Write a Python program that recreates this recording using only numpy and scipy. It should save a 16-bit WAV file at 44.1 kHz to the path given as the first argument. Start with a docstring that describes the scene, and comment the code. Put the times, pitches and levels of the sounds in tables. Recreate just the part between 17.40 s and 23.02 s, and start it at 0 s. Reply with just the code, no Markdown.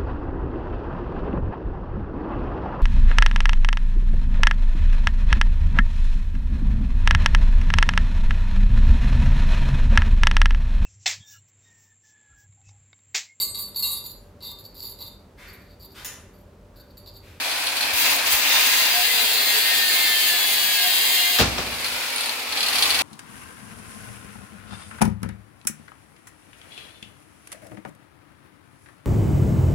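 """An angle grinder runs free in a garage: fan air rushes and bevel gears rattle over a faint whine.
Its disc bites into a rusty leaf spring under a truck, and abrasion adds a rasping, sparking hiss.
The whine is made of harmonics of motor and disc speed, so it sinks as the load grows, until the
disc snags and kicks back, its impacts setting the chassis booming.
Lifted clear, the tool speeds up, then coasts down with its teeth clattering across their backlash."""
import sys
import numpy as np
from scipy import signal
from scipy.fft import rfft, irfft, next_fast_len
from scipy.io import wavfile
from scipy.ndimage import map_coordinates

SR = 44100
rng = np.random.default_rng(int(sys.argv[2]) if len(sys.argv) > 2 else 0)


def digitize_waveform(pressure):
    """Quantize a signal to 16-bit integers and store it at the path in sys.argv[1].

    Rows of a 2-D input are taken as channels; values are limited to [-1, 1].
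    """
    field = np.atleast_2d(pressure).T
    bounded = np.clip(field, -1, 1)
    quanta = np.round(bounded * 32767).astype(np.int16)
    wavfile.write(sys.argv[1], SR, quanta)


N = 247886
TIME = np.arange(N) / SR
BINS = np.maximum(np.arange(N // 2 + 1) * SR / N, 1)   # f/Hz
MOTOR, DISC = 1, 9 / 34   # turns of each shaft per motor turn

# resonances and dips of the spring and the guard: f/Hz, bandwidth/Hz, lift/dB
STEEL_MODES = [(444, 42, 13), (718, 11, 18), (2094, 48, 4), (6850, 390, 3), (7040, 290, -6), (8230, 270, 5),
               (9400, 220, 3.5), (15440, 470, 5.5)]
# noise of the unloaded gears: t/s, level/dB
GEAR_LEVEL = [(0, -29.5), (.45, -28), (.8, -25.5), (4.2, -36), (4.5, -29.5), (4.85, -30.5), (5.08, -35),
              (5.42, -23.5), (5.62, -28)]


def from_db(db):
    """Amplitude grows tenfold every 20 dB."""
    return 10 ** (np.asarray(db) / 20)


def rms_one(x):
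    """Normalisation to unit mean power."""
    return x / np.sqrt(np.mean(x ** 2) + 1e-20)


def in_time(curve):
    """Linear interpolation of a (t/s, value) curve at every sample."""
    return np.interp(TIME, *np.transpose(curve))


def over_hz(curve):
    """Interpolation of an (f/Hz, value) curve at every bin, on a logarithmic frequency axis."""
    hz, value = np.transpose(curve)
    return np.interp(np.log(BINS), np.log(hz), value)


def drift(corner_hz):
    """Random fluctuation: low-passed noise of unit power."""
    size = next_fast_len(N)
    hz = np.arange(size // 2 + 1) * SR / size
    spectrum = rfft(rng.standard_normal(size)) / (1 + (hz / corner_hz) ** 2)
    return rms_one(irfft(spectrum, size)[:N])


def swell(s, half_length, db):
    """A Gaussian envelope centred on time s."""
    return from_db(db) * np.exp(-np.minimum(((TIME - s) / half_length) ** 2, 100) / 2)


def bursts(times, levels_db, rise, decay):
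    """Incoherent addition: the envelope of short bursts whose powers sum; time constants in seconds."""
    power = np.zeros(N)
    power[np.round(np.asarray(times) * SR).astype(int)] = from_db(levels_db) ** 2
    fall, attack = np.exp(-2 / (decay * SR)), np.exp(-1 / (rise * SR))
    decaying = signal.lfilter([1], [1, -fall], power + 1e-18)
    return np.sqrt(signal.lfilter([1 - attack], [1, -attack], decaying))


def diffuse(gain=1, source=None):
    """A diffuse field is coherent between the ears only in the bass; the default source is white noise."""
    # likeness of the two ears: f/Hz, correlation
    coherence = [(60, 0.5), (125, 1), (250, 0.76), (500, 0.78), (1000, 0.42), (2000, 0.3), (4000, -0.06),
                 (8000, 0)]
    alike = np.clip(over_hz(coherence), -1, 1)
    mid, side = rfft(rng.standard_normal((2, N)) if source is None else source)
    ears = np.sqrt(1 + alike) * mid + np.sqrt(1 - alike) * side * [[1], [-1]]
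    return rms_one(irfft(gain * ears, N))


def noise(spectrum, ringing_db=0, source=None):
    """Spectral shaping: diffuse noise of unit power, rolling off below the table's first point."""
    roll_off = 1 + (spectrum[0][0] / BINS) ** 2
    return diffuse(from_db(over_hz(spectrum) + ringing_db) / roll_off, source)


def resonate(x, hz, width):
    """A two-pole resonator of unit peak gain."""
    r = np.exp(-np.pi * width / SR)
    feedback = [1, -2 * r * np.cos(2 * np.pi * hz / SR), r * r]
    return signal.lfilter(np.array([1, 0, -1]) * (1 - r * r) / 2, feedback, x)


def lift_db(hz, resonances):
    """Each resonance lifts nearby frequencies along a Lorentzian curve."""
    return sum(db / (1 + (2 * (hz - centre) / width) ** 2) for centre, width, db in resonances)


def garage(x, wet_db, t60):
    """Reverberation: dense reflections from chassis, floor and walls decay behind the direct sound."""
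    tail = diffuse() * from_db(-60 * TIME / t60)
    tail /= np.sqrt(np.sum(tail ** 2) / 2)
    wet = from_db(wet_db)
    reflections = signal.fftconvolve(np.atleast_2d(x), tail, axes=1)[:, :N]
    return (x + wet * reflections) / np.sqrt(1 + wet ** 2)


def touching(attack_s=0.0026, release_s=0.012):
    """Contact gate: 1 while the disc is on the steel, 0 while it is clear."""
    # spells of contact: start t/s, end t/s
    contacts = [(0.531, 0.763), (0.859, 4.015)]
    return sum(np.clip((TIME - start) / attack_s, 0, 1) * np.clip(1 - (TIME - end) / release_s, 0, 1)
               for start, end in contacts)


def firmness(speed, free_hz=539, seated_hz=410):
    """Load slows a motor: 0 with the disc spinning free, 1 with it seated in the cut."""
    return touching() * np.clip((free_hz - speed) / (free_hz - seated_hz), 0, 1)


def once_a_turn(speed, sharpness):
    """Periodic amplitude modulation: one pulse per turn of a shaft, at unit power."""
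    return rms_one(np.exp(sharpness * np.cos(2 * np.pi * np.cumsum(speed) / SR)))


def turning_noise(speed, share, rim_points=384, kept_per_turn=0.88):
    """Repetition makes a comb spectrum: a share of the noise returns, slowly changing, each disc turn."""
    turns = np.cumsum(speed * DISC) / SR
    fresh = rng.standard_normal((2, int(turns[-1]) + 2, rim_points))
    rim = signal.lfilter([1], [1, -kept_per_turn], fresh, axis=1)
    repeating = np.array([map_coordinates(side.ravel(), [turns * rim_points], order=3) for side in rim])
    return np.sqrt(share) * rms_one(repeating) + np.sqrt(1 - share) * rng.standard_normal((2, N))


def partial(hz):
    """A gliding sinusoid of unit power with an interaural phase difference."""
    phase = 2 * np.pi * np.cumsum(hz) / SR + rng.uniform(0, 2 * np.pi)
    ear_shift = rng.uniform(-0.88, 0.56) * np.array([[1], [-1]])
    return np.sqrt(2) * np.sin(phase + ear_shift)


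def shaft_tone(speed, multiple, db, flutter_db, radiation_top_hz=4610):
    """Forced vibration: in contact, a tone swells as it crosses a resonance; high tones radiate poorly."""
    # resonances and dips of the disc: f/Hz, bandwidth/Hz, lift/dB
    disc_modes = [(1583, 36, -23), (1950, 60, -8), (2160, 200, 3.5), (3030, 140, 1.5), (3170, 78, 5),
                  (3480, 23, 4.5), (3720, 130, -6), (4400, 190, 3.5), (4920, 58, 5)]
    hz = multiple * speed
    steady = from_db(db + touching() * lift_db(hz, STEEL_MODES + disc_modes))
    steady /= np.sqrt(1 + (hz / radiation_top_hz) ** 20)
    return (steady * from_db(flutter_db * drift(30)) + squeal(multiple)) * partial(hz)


def whine(speed):
    """Shaft harmonics, frequency-modulated by a jitter in speed that lessens as the disc seats."""
    # wobble of the disc, strongest when free: multiple of disc speed, level/dB
    wobble_orders = [(2, -56), (4, -58)]
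    # tones of the unloaded motor: multiple of motor speed, level/dB
    idle_orders = [(2, -51), (3, -48)]
    seated = firmness(speed)
    shaken = speed * (1 + (0.00039 + 0.002714 * (1 - seated)) * drift(42.5))
    wobble = sum(shaft_tone(shaken, k * DISC, db, flutter_db=2) for k, db in wobble_orders)
    idle = (1 - touching()) * sum(shaft_tone(shaken, k, db, flutter_db=1) for k, db in idle_orders)
    loaded = touching() * singing(shaken, seated)
    return garage(loaded + idle + (1 - 0.72 * seated) * wobble, wet_db=-5.5, t60=0.25)


def fan(echo_gain=0.23):
    """Comb filtering: gusts from the vents interfere with their chassis echo, shifting as the tool moves."""
    # loudness of the fan air, which swells again near the end: t/s, relative level/dB
    air_level = [(0, -37.5), (.8, -34), (2, -38.5), (3.96, -40), (5.1, -38.5), (5.62, -31.5)]
    # colour of the air: f/Hz, spectrum level/dB
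    air_spectrum = [(40, -13), (110, -14), (165, -23.5), (260, -3.5), (370, -10), (480, -3.5), (720, 0),
                    (1020, 0.5), (1350, -3.5), (1900, 0.5), (2400, 6), (3100, -1), (4800, -1.5), (6000, -9),
                    (16000, -18)]
    # lag of the echo as the tool is lifted away: t/s, delay/s
    echo_delay = [(4.0, 0.0012), (4.5, .002), (5.62, 0.00269)]
    air = from_db(in_time(air_level) + 9 + 0.93 * drift(23) + 0.62 * drift(3.8)) * noise(air_spectrum)
    echo = np.array([np.interp(TIME - in_time(echo_delay), TIME, side) for side in air])
    return air + echo_gain * echo


def lesser_clatters(count=170, gap_s=0.032, unevenness=0.46):
    """Backlash lets unloaded teeth knock irregularly; rows of t/s, knock level/dB, ping level/dB."""
    lateness, knock_scatter_db, ping_scatter_db = rng.standard_normal((count, 3)).T
    times = gap_s * (np.arange(count) + unevenness * lateness)
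    gear_db = np.interp(times, *np.transpose(GEAR_LEVEL))
    free = (times > 0) & (times < TIME[-1]) & (np.interp(times, TIME, touching()) < 0.5)
    return np.transpose([times, gear_db + 4 - knock_scatter_db, gear_db - 17 - ping_scatter_db])[free]


def gears(speed, ping_hz=9290, ping_width_hz=490):
    """Impact excitation: unloaded teeth hiss and knock, ringing the case in pulses at the motor's rate."""
    # hiss of the meshing teeth: f/Hz, spectrum level/dB
    hiss_spectrum = [(400, -25), (1300, -2.5), (2300, -4.5), (3200, -4), (4500, -2), (5800, -10),
                     (8000, -9.5), (10500, -8), (13000, -10), (16000, -15)]
    # loudest clatters across the backlash: t/s, relative knock level/dB, relative ping level/dB
    rattles = [(.112, -21.5, -38), (.125, -25, -38), (0.268, -15, -23), (.368, -16.5, -33),
               (.408, -19, -36), (.429, -16, -40), (4.444, -16.5, -33), (4.462, -19, -26),
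               (4.759, -20, -19), (4.781, -20, -28), (4.807, -20, -20.5), (4.833, -22, -36),
               (4.858, -20.5, -24), (4.892, -19.5, -38), (5.123, -17.5, -45), (5.172, -14.5, -46),
               (5.205, -13.5, -44), (5.229, -12, -40), (5.262, -14.5, -42), (5.284, -16, -23),
               (5.329, -17.5, -29), (5.355, -13, -20), (5.383, -12, -36), (5.4226, -8.5, -18),
               (5.43, -14, -30), (5.454, -14, -34), (5.495, -14.5, -26), (5.504, -11, -21),
               (5.545, -12.5, -20), (5.589, -15, -27), (5.609, -23, -30)]
    # modes of the gear case: f/Hz, bandwidth/Hz, relative level/dB
    case_modes = [(2680, 1000, 0), (3930, 1100, 8.5), (4337, 780, 9.5), (10900, 1600, -12)]
    # bright tick of teeth meeting: f/Hz, spectrum level/dB
    tick_spectrum = [(3000, 7), (10000, -5), (16000, -15)]
    hiss_gain = (1 - touching()) * from_db(in_time(GEAR_LEVEL) + 0.98 * drift(56))
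    hiss = hiss_gain * noise(hiss_spectrum, source=turning_noise(speed, share=0.45))
    times, knock_db, ping_db = np.vstack([lesser_clatters(), rattles]).T
    teeth = once_a_turn(speed, sharpness=0.21) * diffuse()
    knocks = bursts(times, knock_db, rise=0.0008, decay=0.0093) * teeth
    case = sum((-1) ** k * from_db(db + 5) * resonate(knocks, hz, width)
               for k, (hz, width, db) in enumerate(case_modes))
    taps = bursts(times, ping_db + 16, rise=0.0006, decay=0.0041) * teeth
    ping = resonate(resonate(taps, ping_hz, ping_width_hz), ping_hz, ping_width_hz)
    ticks = bursts(times, knock_db - 8.5, rise=0.00022, decay=0.0022) * noise(tick_spectrum)
    return hiss + ticks + garage(case + ping, wet_db=-2.5, t60=0.11)


def background(hum_hz=79.6, hum_db=-66.5):
    """A low hum wavers by amplitude and phase modulation; bursts of bass noise make a few soft bumps."""
    # the hum grows near the end: t/s, lift/dB
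    hum_swell = [(0, 5.5), (4.9, 1.5), (5.62, 18)]
    # soft bumps: t/s, level/dB
    bumps = [(.53, -36), (0.929, -35), (1.58, -40), (4.54, -45)]
    # colour of the bumps: f/Hz, spectrum level/dB
    bump_spectrum = [(20, -24), (52, 5), (80, -11), (200, -22), (600, -50)]
    hum_gain = from_db(hum_db + in_time(hum_swell) + 0.78 * drift(12))
    hum = hum_gain * np.sqrt(2) * np.sin(2 * np.pi * hum_hz * TIME + 0.34 * drift(3))
    return hum + bursts(*np.transpose(bumps), rise=0.0034, decay=0.017) * noise(bump_spectrum)


def singing(speed, seated, light_touch_loss_db=12):
    """Two harmonic series, of motor and of disc, sound under load and grow as the disc seats."""
    # motor harmonics: multiple of motor speed, relative level/dB
    motor_orders = [(1, -55.5), (2, -61), (7, -45.5), (8, -39.5), (9, -36), (10, -37.5), (11, -39),
                    (12, -35.5), (14, -32)]
    # disc harmonics: multiple of disc speed, relative level/dB
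    disc_orders = [(12, -48), (16, -62), (17, -37.5), (19, -51), (20, -49), (21, -50.5), (22, -48),
                   (23, -46), (40, -40), (42, -41), (44, -46)]
    load_db = -0.5 - light_touch_loss_db * (1 - seated)
    motor = sum(shaft_tone(speed, k, db + load_db, flutter_db=2.1) for k, db in motor_orders)
    disc = sum(shaft_tone(speed, k * DISC, db + load_db, flutter_db=4.5) for k, db in disc_orders)
    return motor + disc


def cut(speed, spark_db=-24, usual_bite_db=-24.5):
    """Abrasion: grit tears steel in pulses at both shaft rates; grains recur each turn, so the hiss rings."""
    # how hard the grit bites: t/s, relative level/dB
    bite = [(.54, -31), (.66, -25), (.76, -30), (1.0, -27.5), (1.12, -22.5), (1.25, -24), (1.38, -25),
            (1.55, -24), (1.59, -28.5), (1.65, -23.5), (1.715, -27), (1.8, -24), (1.86, -26.5),
            (1.95, -25.5), (3.1, -28.5), (3.95, -28.5)]
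    # grit tearing steel: f/Hz, spectrum level/dB
    grinding_spectrum = [(300, -9), (700, -17), (1400, -13.5), (1600, 4), (2200, 2), (2800, 1), (4300, 5),
                         (4950, 2), (5500, -15), (7500, -17), (10000, -20)]
    # the unseated disc scraping rust: f/Hz, spectrum level/dB
    scrape_spectrum = [(500, -31), (1000, 6), (1400, 1), (1800, 6.5), (2500, 8.5), (3200, -4.5), (5000, 0),
                       (6500, 2.5), (9000, -36)]
    # the spark stream: f/Hz, spectrum level/dB
    spark_spectrum = [(2000, -6.5), (5000, -11), (6000, -4.5), (7500, 1.5), (8900, -6.5), (10200, 1),
                      (12500, 3.5), (14000, 2), (15500, 1), (16500, -18.5)]
    bite_db = in_time(bite)
    loose = 1 - firmness(speed)
    pulses = once_a_turn(speed, sharpness=0.098) * once_a_turn(speed * DISC, sharpness=0.024)
    # a lightly held disc skips, so the sound surges
    grit = from_db(0.52 * drift(1000) + (0.5 + 0.54 * loose) * drift(14))
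    ringing_db = 0.97 * lift_db(BINS, STEEL_MODES)
    grains = turning_noise(speed, share=0.65 - 0.3 * loose)
    grinding = from_db(bite_db + 3) * (1 - 0.16 * loose) * noise(grinding_spectrum, ringing_db, grains)
    scrape = from_db(bite_db + 2) * loose * noise(scrape_spectrum)
    sputter_db = (0.8 + 0.6 * loose) * drift(20)
    spark_gain = from_db(spark_db + sputter_db + 0.1 * (bite_db - usual_bite_db))
    sparks = spark_gain * noise(spark_spectrum, ringing_db, grains)
    # echoes from the close chassis ripple the spectrum
    return garage(touching() * pulses * grit * (grinding + scrape + sparks), wet_db=-3, t60=0.061)


def leaf_spring(speed, mode_hz=712.8, seated_db=-47):
    """A driven mode: the seated disc keeps the spring ringing faintly, and now and then drives it hard."""
    # flares of the ringing: t/s, half-length/s, level/dB
    flares = [(1.585, 0.032, -32), (1.8, 0.038, -44), (3.473, 0.037, -35.5), (3.925, 0.11, -41)]
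    ring = from_db(seated_db) * firmness(speed) + sum(swell(*flare) for flare in flares)
    return ring * from_db(1.7 * drift(7.6)) * partial(mode_hz + 2.97 * drift(18))


def rasp(speed):
    """Modulated friction noise: each shove into the rust rasps in pulses at the rate of the disc."""
    # shoves on the unseated disc: t/s, half-length/s, level/dB
    shoves = [(0.668, .018, -26), (0.727, .008, -26), (1.06, 0.017, -21.5), (1.21, 0.016, -26),
              (1.277, 0.015, -27), (1.346, .025, -32)]
    # colour of the rasp: f/Hz, spectrum level/dB
    rasp_spectrum = [(1200, -11), (1700, -7), (2500, 4), (3400, -6), (12000, -37)]
    envelope = sum(swell(*shove) for shove in shoves)
    return envelope * once_a_turn(speed * DISC, sharpness=0.55) * noise(rasp_spectrum)


def squeal(multiple):
    """Friction squeal: the amplitude added to one shaft harmonic whenever the disc catches."""
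    # catches: t/s, shaft, multiple of its speed, half-length/s, level/dB
    catches = [(1.153, MOTOR, 7, .042, -28), (1.39, MOTOR, 8, .025, -30), (1.527, MOTOR, 10, .025, -30),
               (1.657, MOTOR, 9, .022, -35), (1.803, MOTOR, 9, 0.014, -31), (2.03, MOTOR, 10, .08, -33),
               (2.136, DISC, 19, .07, -33.5), (2.22, DISC, 22, .04, -32), (2.304, DISC, 17, 0.09, -38),
               (2.307, MOTOR, 10, 0.042, -35), (2.52, MOTOR, 11, 0.061, -38), (2.63, DISC, 20, 0.092, -34),
               (2.72, DISC, 17, 0.057, -30.5), (2.8, MOTOR, 8, 0.055, -31), (2.973, MOTOR, 9, .06, -33),
               (2.994, DISC, 44, 0.078, -34.5), (3.28, MOTOR, 8, 0.17, -40), (3.327, MOTOR, 12, 0.069, -38),
               (3.497, MOTOR, 9, 0.064, -40), (3.783, MOTOR, 9, 0.13, -37), (3.862, MOTOR, 8, 0.074, -30),
               (3.876, DISC, 22, .05, -38)]
    return sum(swell(s, half_length, db) for s, shaft, k, half_length, db in catches
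               if np.isclose(k * shaft, multiple))


def kickback(bounces=9, bounce_s=0.0118, thud_lag_s=0.0078):
    """Inelastic impacts: ever weaker bounces crack at the rim and set the spring and chassis thudding."""
    # the disc snags or knocks on the spring: t/s, crack level/dB, thud level/dB, crack loss per bounce/dB
    blows = [(3.986, -13.5, -16.5, 2.5), (4.02, -19.5, -26, 11), (4.181, -21.5, -23.5, 12)]
    # crack at the rim: f/Hz, spectrum level/dB
    crack_spectrum = [(100, -27), (500, -6), (1200, 0), (2500, 0), (4500, -0.5), (7000, -9), (16000, -33)]
    # thud of spring and chassis: f/Hz, spectrum level/dB
    thud_spectrum = [(25, -20), (42, -10), (60, 3.5), (79, -3), (105, -2), (170, -2.5), (230, -4.5),
                     (310, -4), (440, -6), (560, -9.5), (800, -8.5), (2000, -37)]
    impacts = [(s + k * bounce_s, crack - k * loss, thud - 0.65 * k * loss)
               for s, crack, thud, loss in blows for k in range(bounces)]
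    times, crack_db, thud_db = np.transpose(impacts)
    cracks = bursts(times, crack_db, rise=0.00048, decay=0.019) * noise(crack_spectrum)
    thuds = bursts(times + thud_lag_s, thud_db, rise=0.0016, decay=0.012) * noise(thud_spectrum)
    return garage(cracks, wet_db=-7.5, t60=0.79) + garage(thuds, wet_db=-5.5, t60=1.6)


def boom(start_s=3.997, rise_s=0.0031):
    """Free vibration: after the snag the chassis modes decay exponentially, the lowest lingering longest."""
    # modes of spring and chassis: f/Hz, level/dB, t60/s
    chassis_modes = [(62.6, -26, 1), (159.6, -27.5, .4), (111.5, -18, 0.2), (225, -30.5, 0.69),
                     (469, -16, 0.12), (586, -15.5, 0.071)]
    age = np.maximum(TIME - start_s, 0)
    ringing = sum(from_db(db - 60 * age / t60) * np.sin(2 * np.pi * hz * age)
                  for hz, db, t60 in chassis_modes)
    return ringing * (1 - np.exp(-age / rise_s))


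def scene():
    """Superposition of all sources; an interaural level difference leans the treble to the left."""
    # the motor sinks under load, recovers, then coasts down: t/s, rotation f/Hz
    motor_speed = [(0, 500), (1.0, 532), (1.4, 509), (1.65, 458), (1.85, 437), (1.98, 426), (2.15, 414.5),
                   (2.3, 409.5), (2.45, 404.5), (2.6, 397.5), (2.82, 392.3), (3.0, 379.3), (3.32, 371),
                   (3.52, 353.2), (3.72, 352.6), (3.9, 359), (4.03, 345), (4.2, 425), (4.6, 484),
                   (5.62, 374)]
    # balance of the ears: f/Hz, left minus right level/dB
    balance = [(250, -0.6), (600, 0.5), (2000, 0.1), (4000, 2.1), (8000, 0.5), (13000, 3.5)]
    speed = in_time(motor_speed)
    grinder = whine(speed) + leaf_spring(speed) + cut(speed) + rasp(speed) + fan() + gears(speed)
    mix = grinder + kickback() + boom() + background()
    return irfft(rfft(mix) * from_db(over_hz(balance) * [[0.5], [-0.5]]), N)


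def record(dry, low_hz=42.5, top_hz=15780):
    """Band limiting: a small microphone loses the deepest bass, and the top is cut steeply."""
    thin = signal.sosfilt(signal.butter(2, low_hz, "high", fs=SR, output="sos"), dry)
    return signal.sosfilt(signal.ellip(12, 0.1, 90, top_hz, fs=SR, output="sos"), thin)


dry = scene()
out = record(dry)
digitize_waveform(out)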